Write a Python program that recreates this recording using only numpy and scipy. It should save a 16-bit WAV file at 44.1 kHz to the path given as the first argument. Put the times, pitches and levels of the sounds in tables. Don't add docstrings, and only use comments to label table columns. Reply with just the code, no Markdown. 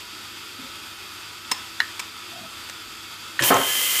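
import sys
import numpy as np
from scipy import signal
from scipy.fft import rfft, irfft
from scipy.io import wavfile

SR = 44100
rng = np.random.default_rng(int(sys.argv[2]) if len(sys.argv) > 2 else 0)


def wrap_up_sound(samples):
    columns = np.atleast_2d(samples).T
    tamed = np.clip(columns, -1, 1)
    steps = np.round(tamed * 32767).astype(np.int16)
    wavfile.write(sys.argv[1], SR, steps)


def nominal_scale(level):
    x = np.asarray(level, float) / 20
    return 10 ** x


N = 176400


def rms_one(x):
    return x / np.sqrt(np.mean(x ** 2) + 1e-20)


def envelope(rows):
    time_s, level_db = np.transpose(rows)
    return nominal_scale(np.interp(np.arange(N) / SR, time_s, level_db, left=-120))


def drift(rate_hz):
    step = 40
    r = np.exp(-2 * np.pi * rate_hz * step / SR)
    noise = rng.standard_normal(N // step + 2002)
    slow = signal.lfilter([1], [1, -2 * r, r * r], noise)[2000:]
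    return np.interp(np.arange(N) / step, np.arange(len(slow)), rms_one(slow - slow.mean()))


def air(spectrum, resonances):
    hz = np.maximum(np.arange(N // 2 + 1) * SR / N, 1)
    point_hz, point_db = np.transpose(spectrum)
    db = np.interp(np.log(hz), np.log(point_hz), point_db)
    for mid_hz, width_hz, lift_db in resonances:
        db = db + lift_db * np.exp(-.5 * (2 * (hz - mid_hz) / width_hz) ** 2)
    return rms_one(irfft(rfft(rng.standard_normal(N)) * nominal_scale(db) * (hz > 20), N))


def ring(x, hz, t60_s):
    r, w = nominal_scale(-60 / (t60_s * SR)), 2 * np.pi * hz / SR
    return signal.lfilter([0, np.sin(w)], [1, -2 * r * np.cos(w), r * r], x + 1e-18)


def strike(hits, modes, contact_s, spread_db):
    out = np.zeros(N)
    luck = rng.standard_normal((len(hits), len(modes)))
    start_s, level_db = np.transpose(hits)
    push = np.sin(np.pi * np.clip((np.arange(256) + .5) / SR / contact_s, 0, 1)) ** 2
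    for k, (hz, mode_db, t60_s) in enumerate(modes):
        force = np.zeros(N)
        force[(start_s * SR).astype(int)] = nominal_scale(level_db + mode_db + spread_db * luck[:, k])
        out += ring(force, hz, t60_s)
    low_cut = signal.butter(4, .75 * modes[0][0], "high", fs=SR, output="sos")
    return signal.sosfilt(low_cut, np.convolve(out, push / push.sum())[:N])


def burst(hits, noise, t60_s):
    start_s, level_db = np.transpose(hits)
    power = np.zeros(N)
    power[(start_s * SR).astype(int)] = nominal_scale(2 * level_db)
    decay = nominal_scale(-120 / (t60_s * SR))
    return noise * np.sqrt(signal.lfilter([1], [1, -decay], power + 1e-18))


def shop(x):
    t60_s, dull_hz = 0.47, 5300
    t = np.arange(SR // 2) / SR
    dull = np.exp(-2 * np.pi * dull_hz / SR)
    tail = signal.lfilter([1], [1, -dull], rng.standard_normal(SR // 2))
    tail = tail * nominal_scale(-60 * t / t60_s) * (t > .006)
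    return signal.fftconvolve(x, tail / np.sqrt(np.sum(tail ** 2)))[:len(x)]


def mains_hum():
    hum_hz, hum_db, wobble_db = 100.2, -59.5, 1.5
    tone = np.sin(2 * np.pi * hum_hz * np.arange(N) / SR)
    return np.sqrt(2) * nominal_scale(hum_db + wobble_db * drift(11)) * tone


# pitch_hz, density_db (per Hz)
LEAK_SPECTRUM = [(18, -48), (30, -6), (97, -5.5), (321, -9.5), (667, -13), (1280, -2.5), (1750, -6.5),
                 (3100, -7.5), (15200, -12)]
# pitch_hz, width_hz, lift_db
CABINET_RESONANCES = [(30, 19, -14.5), (104, 175, -2.5), (201.2, 26, 6.5), (327.5, 64, 11),
                      (1260, 900, 1.5), (2420, 700, 3.5), (3460, 650, 8.5), (4780, 720, 9), (7470, 1500, 2),
                      (10500, 320, -6.5), (15200, 1500, -7)]
# time_s, level_db
SUPPLY_PRESSURE = [(0, 0), (3.4, 0), (3.6, -4), (4, -4.5)]
# pitch_hz, width_hz, level_db
LEAK_WHISTLES = [(1296.4, 15, -50.5), (1399, 4.7, -56), (2460, 8, -56), (2635, 44, -52.5), (3107, 12, -57),
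                 (3650, 14, -97.5), (4430, 28, -69.5)]


def leak():
    level_db, patchy_db, wet_db = -38.5, 0.67, 3.5
    hiss = air(LEAK_SPECTRUM, CABINET_RESONANCES)
    hiss = rms_one(hiss + nominal_scale(wet_db) * shop(np.tile(hiss, 2))[N:])
    out = envelope(SUPPLY_PRESSURE) * nominal_scale(level_db + patchy_db * drift(11.0)) * hiss
    for hz, width_hz, whistle_db in LEAK_WHISTLES:
        out += nominal_scale(whistle_db) * rms_one(ring(rng.standard_normal(N), hz, 2.0 / width_hz))
    return out


# start_s, length_s, level_db, low_hz, top_hz
FLOOR_SCUFFS = [
    (0.5, 0.17, -52, 64, 280),
    (2.85, .12, -58, 28, 90),
    (.625, .06, -47.5, 252, 267),
    (.62, 0.082, -55, 535, 540),
    (.675, .03, -50, 74, 130),
    (2.302, 0.18, -46, 123, 270),
    (2.31, 0.17, -47.5, 656, 754),
]
# start_s, level_db
FLOOR_KNOCKS = [
    (.5845, -47),
    (.5885, -47),
    (.5925, -43),
    (.5965, -41),
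]
# pitch_hz, level_db, t60_s
FLOORBOARD_MODES = [(130, -14, 0.064), (176, -14, .06), (270, 5.5, 0.057)]


def scuffs():
    t = np.arange(N) / SR
    out = strike(FLOOR_KNOCKS, FLOORBOARD_MODES, contact_s=0.00088, spread_db=-3.0)
    for start_s, length_s, level_db, low_hz, top_hz in FLOOR_SCUFFS:
        band = signal.butter(2, [low_hz, top_hz], "band", fs=SR, output="sos")
        noise = rms_one(signal.sosfilt(band, rng.standard_normal(N)))
        swell = np.sqrt(np.sin(np.pi * np.clip((t - start_s) / length_s, 0, 1)).clip(0))
        out += nominal_scale(level_db + 2 * drift(4.4)) * noise * swell
    return out


# start_s, level_db
RELAY_TOUCHES = [(1.5128, -29), (1.5142, -21), (1.5158, -13.5), (1.519, -16), (1.9945, -23.5),
                 (1.997, -22.5), (2.0005, -24), (2.005, -60), (2.689, -33), (2.693, -42), (2.6975, -26.5),
                 (3.423, -16), (3.567, -17.5)]
# pitch_hz, density_db (per Hz)
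SNAP_SPECTRUM = [(180, -46), (300, -18), (979, -12.5), (3580, -8), (5230, -10.5), (6370, -10.5),
                 (8840, -12), (11100, -21.5), (15200, -25)]
# pitch_hz, width_hz, lift_db
SNAP_RESONANCES = [(970, 146, 11.5), (2300, 900, 6), (3780, 300, 0), (9300, 500, 5), (10200, 1100, -5),
                   (13700, 600, 3), (15000, 800, 5)]
# start_s, level_db
SPRING_TOUCHES = [
    (1.5155, -10),
    (1.52007, -12),
    (1.998, -26),
    (3.423, -13),
]
# pitch_hz, level_db, t60_s
RELAY_MODES = [(320, -22, .05), (460, -24, .04), (1040, -15, .04), (2720, -18, .03), (5265, -10.5, .065),
               (5250, -23, .12), (5790, -24, .04)]


def relays():
    snap = burst(RELAY_TOUCHES, air(SNAP_SPECTRUM, SNAP_RESONANCES), t60_s=0.025)
    return snap + strike(SPRING_TOUCHES, RELAY_MODES, contact_s=.00005, spread_db=1.2)


# start_s, level_db
CONTACTOR_TOUCHES = [
    (1.8028, -12),
    (1.8034, -11),
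    (1.8039, -10),
    (1.8102, -19.5),
    (1.8155, -37),
    (1.819, -26),
]
# start_s, level_db
SOLENOID_TOUCHES = [
    (3.3922, -13),
    (3.3928, -10.5),
    (3.3933, -10.5),
    (3.3949, -19),
    (3.4002, -17),
]
# pitch_hz, level_db, t60_s
CONTACTOR_MODES = [(1000, -23, .015), (1520, -9, .012), (1720, -9, .011), (1900, -2.5, .011),
                   (1836, -24, .09), (2164, -16, .03), (2444, -16, .02), (2907, -8, .022),
                   (3386, -12, .015), (4016, -3, .014), (4700, -18, .01), (6700, -27, .012),
                   (13500, -28, .01)]
# pitch_hz, density_db (per Hz)
HOUSING_SPECTRUM = [(500, -28), (1200, -12), (1550, -6), (1850, 9), (2200, -11), (3000, -11), (4500, -40),
                    (15000, -30)]


def contactor_and_solenoid():
    contactor = strike(CONTACTOR_TOUCHES, CONTACTOR_MODES, contact_s=.00006, spread_db=1.2)
    solenoid = strike(SOLENOID_TOUCHES, CONTACTOR_MODES, contact_s=.0003, spread_db=1.2)
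    buzz = burst(CONTACTOR_TOUCHES + SOLENOID_TOUCHES, air(HOUSING_SPECTRUM, []), t60_s=0.19)
    return contactor + solenoid + nominal_scale(-19.5) * buzz


# time_s, level_db
VALVE_FLOW = [(3.425, -34), (3.447, -15.5), (3.497, -15), (3.52, -31), (3.6, -46), (3.7, -66)]
# time_s, level_db
CYLINDER_FLOW = [(3.3925, -32), (3.397, -25), (3.406, -29), (3.411, -22.5), (3.418, -26), (3.424, -18.5),
                 (3.435, -15), (3.46, -35), (3.5, -30.5)]
# pitch_hz, density_db (per Hz)
RUSH_SPECTRUM = [(88, -37), (150, -9.5), (478, -0.5), (822, -3.5), (959, 1.5), (1500, -4.5), (2830, 2),
                 (4080, -4.5), (15200, 2.5)]
# pitch_hz, width_hz, lift_db
CYLINDER_RESONANCES = [(3120, 480, 7), (1718, 41, 16), (13400, 6500, -14)]


def air_rush():
    roar = air(RUSH_SPECTRUM, [(3114, 110, 8.6), (1700, 77, 3.3)])
    roar = envelope(VALVE_FLOW) * nominal_scale(0.83 * drift(40)) * roar
    sputter = nominal_scale(3 * drift(79))
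    return roar + envelope(CYLINDER_FLOW) * sputter * air(RUSH_SPECTRUM, CYLINDER_RESONANCES)


# start_s, level_db
LURCH_KNOCKS = [
    (3.407, -18.5),
    (3.413, -24.5),
    (3.421, -24),
    (3.428, -19),
]
# pitch_hz, level_db, t60_s
FRAME_MODES = [(120.7, -2.5, 0.11), (347, -2.5, .06), (570, -7.5, 0.079), (1010, -10, 0.059)]


def cylinder_lurch():
    return strike(LURCH_KNOCKS, FRAME_MODES, contact_s=0.0014, spread_db=6.0)


# start_s, level_db
CLAMP_BOUNCES = [(3.5045, -12), (3.5085, -13.5), (3.515, -18), (3.52, -17), (3.5265, -17), (3.531, -17),
                 (3.543, -21), (3.551, -18), (3.558, -30), (3.569, -22), (3.584, -23), (3.599, -21.5),
                 (3.613, -24), (3.625, -33)]
# pitch_hz, level_db, t60_s
TABLE_MODES = [(141, -21.5, 0.15), (242, -19, 0.12), (279, -13.5, 0.14), (392, -24, 0.19),
               (491, -9.5, 0.089), (551, -6.5, 0.11), (703, -1, 0.08), (914, -12, 0.19),
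               (1067, -14.5, 0.44), (1293, -8.5, 0.12), (1476, -15, 0.1), (1524, -11, 0.09),
               (1720, -20, 0.15), (1820, -16, 0.062)]
# pitch_hz, density_db (per Hz)
RATTLE_SPECTRUM = [(53, -50), (90, -24), (331, -34), (386, 8), (456, -15), (532, -3), (650, -3.5),
                   (1310, -1.5), (3500, -20), (4550, -22), (7700, -120)]


def clamps():
    table = strike(CLAMP_BOUNCES, TABLE_MODES, contact_s=0.00032, spread_db=3.0)
    return table + nominal_scale(-5.5) * burst(CLAMP_BOUNCES, air(RATTLE_SPECTRUM, []), t60_s=.24)


# start_s, level_db
WASHER_TICK = [
    (3.5425, -15.5),
]
# pitch_hz, level_db, t60_s
WASHER_MODES = [(6330, 2.5, 0.0093), (7000, 2, 0.011), (8200, -13, .01)]


def washer_tick():
    return strike(WASHER_TICK, WASHER_MODES, contact_s=.00005, spread_db=0.0)


# time_s, level_db
NOZZLE_FLOW = [(3.45, -62), (3.52, -31), (3.6, -28), (3.7, -24), (3.86, -21.5), (4.0, -21)]
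# pitch_hz, density_db (per Hz)
JET_SPECTRUM = [(90, -52), (150, -47), (600, -34), (1200, -15), (2400, -13), (3800, -14), (7000, -10),
                (11000, -9), (15200, -10)]
# pitch_hz, width_hz, lift_db
NOZZLE_RESONANCES = [(2050, 300, 1.5), (3050, 1250, 5), (7100, 500, 1.5), (14800, 500, 2.5)]


def air_jet():
    return envelope(NOZZLE_FLOW) * nominal_scale(0.42 * drift(21)) * air(JET_SPECTRUM, NOZZLE_RESONANCES)


# multiple of shaft speed, level_db
GEAR_MESH = [(25, -49), (41, -38), (42, -41), (44, -46), (57, -42), (58, -43), (60, -40), (61, -44),
             (62, -42), (63, -29), (64, -44), (65, -39), (67, -47), (89, -46)]
# time_s, level_db
SPINDLE_LOAD = [(3.47, -33), (3.53, -5.5), (3.7, -1), (4.0, 1)]


def spindle():
    shaft_hz, wobble_db = 49.7, 1.2
    turn = 2 * np.pi * shaft_hz * np.arange(N) / SR
    tones = np.zeros(N)
    for multiple, level_db in GEAR_MESH:
        wobble = nominal_scale(level_db + wobble_db * drift(2.2))
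        tones += wobble * np.sin(multiple * turn + rng.uniform(0, 2 * np.pi))
    return np.sqrt(2) * envelope(SPINDLE_LOAD) * tones


def scene():
    background = leak() + mains_hum() + scuffs()
    contactor = contactor_and_solenoid()
    blows = relays() + cylinder_lurch() + clamps() + washer_tick()
    rush = air_rush()
    reverb = nominal_scale(-14) * shop(blows + rush + nominal_scale(-9) * contactor)
    mix = background + contactor + blows + rush + air_jet() + spindle() + reverb
    return mix[None]


def low_pass(x):
    return signal.sosfilt(signal.butter(12, 16200, fs=SR, output="sos"), x)


def record(dry):
    rounded = .9 * np.tanh(dry / .9)
    top_cut = signal.ellip(16, .5, 70, 15290, fs=SR, output="sos")
    finished = signal.sosfilt(top_cut, rounded)
    return low_pass(finished)


dry = scene()
out = record(dry)
wrap_up_sound(out)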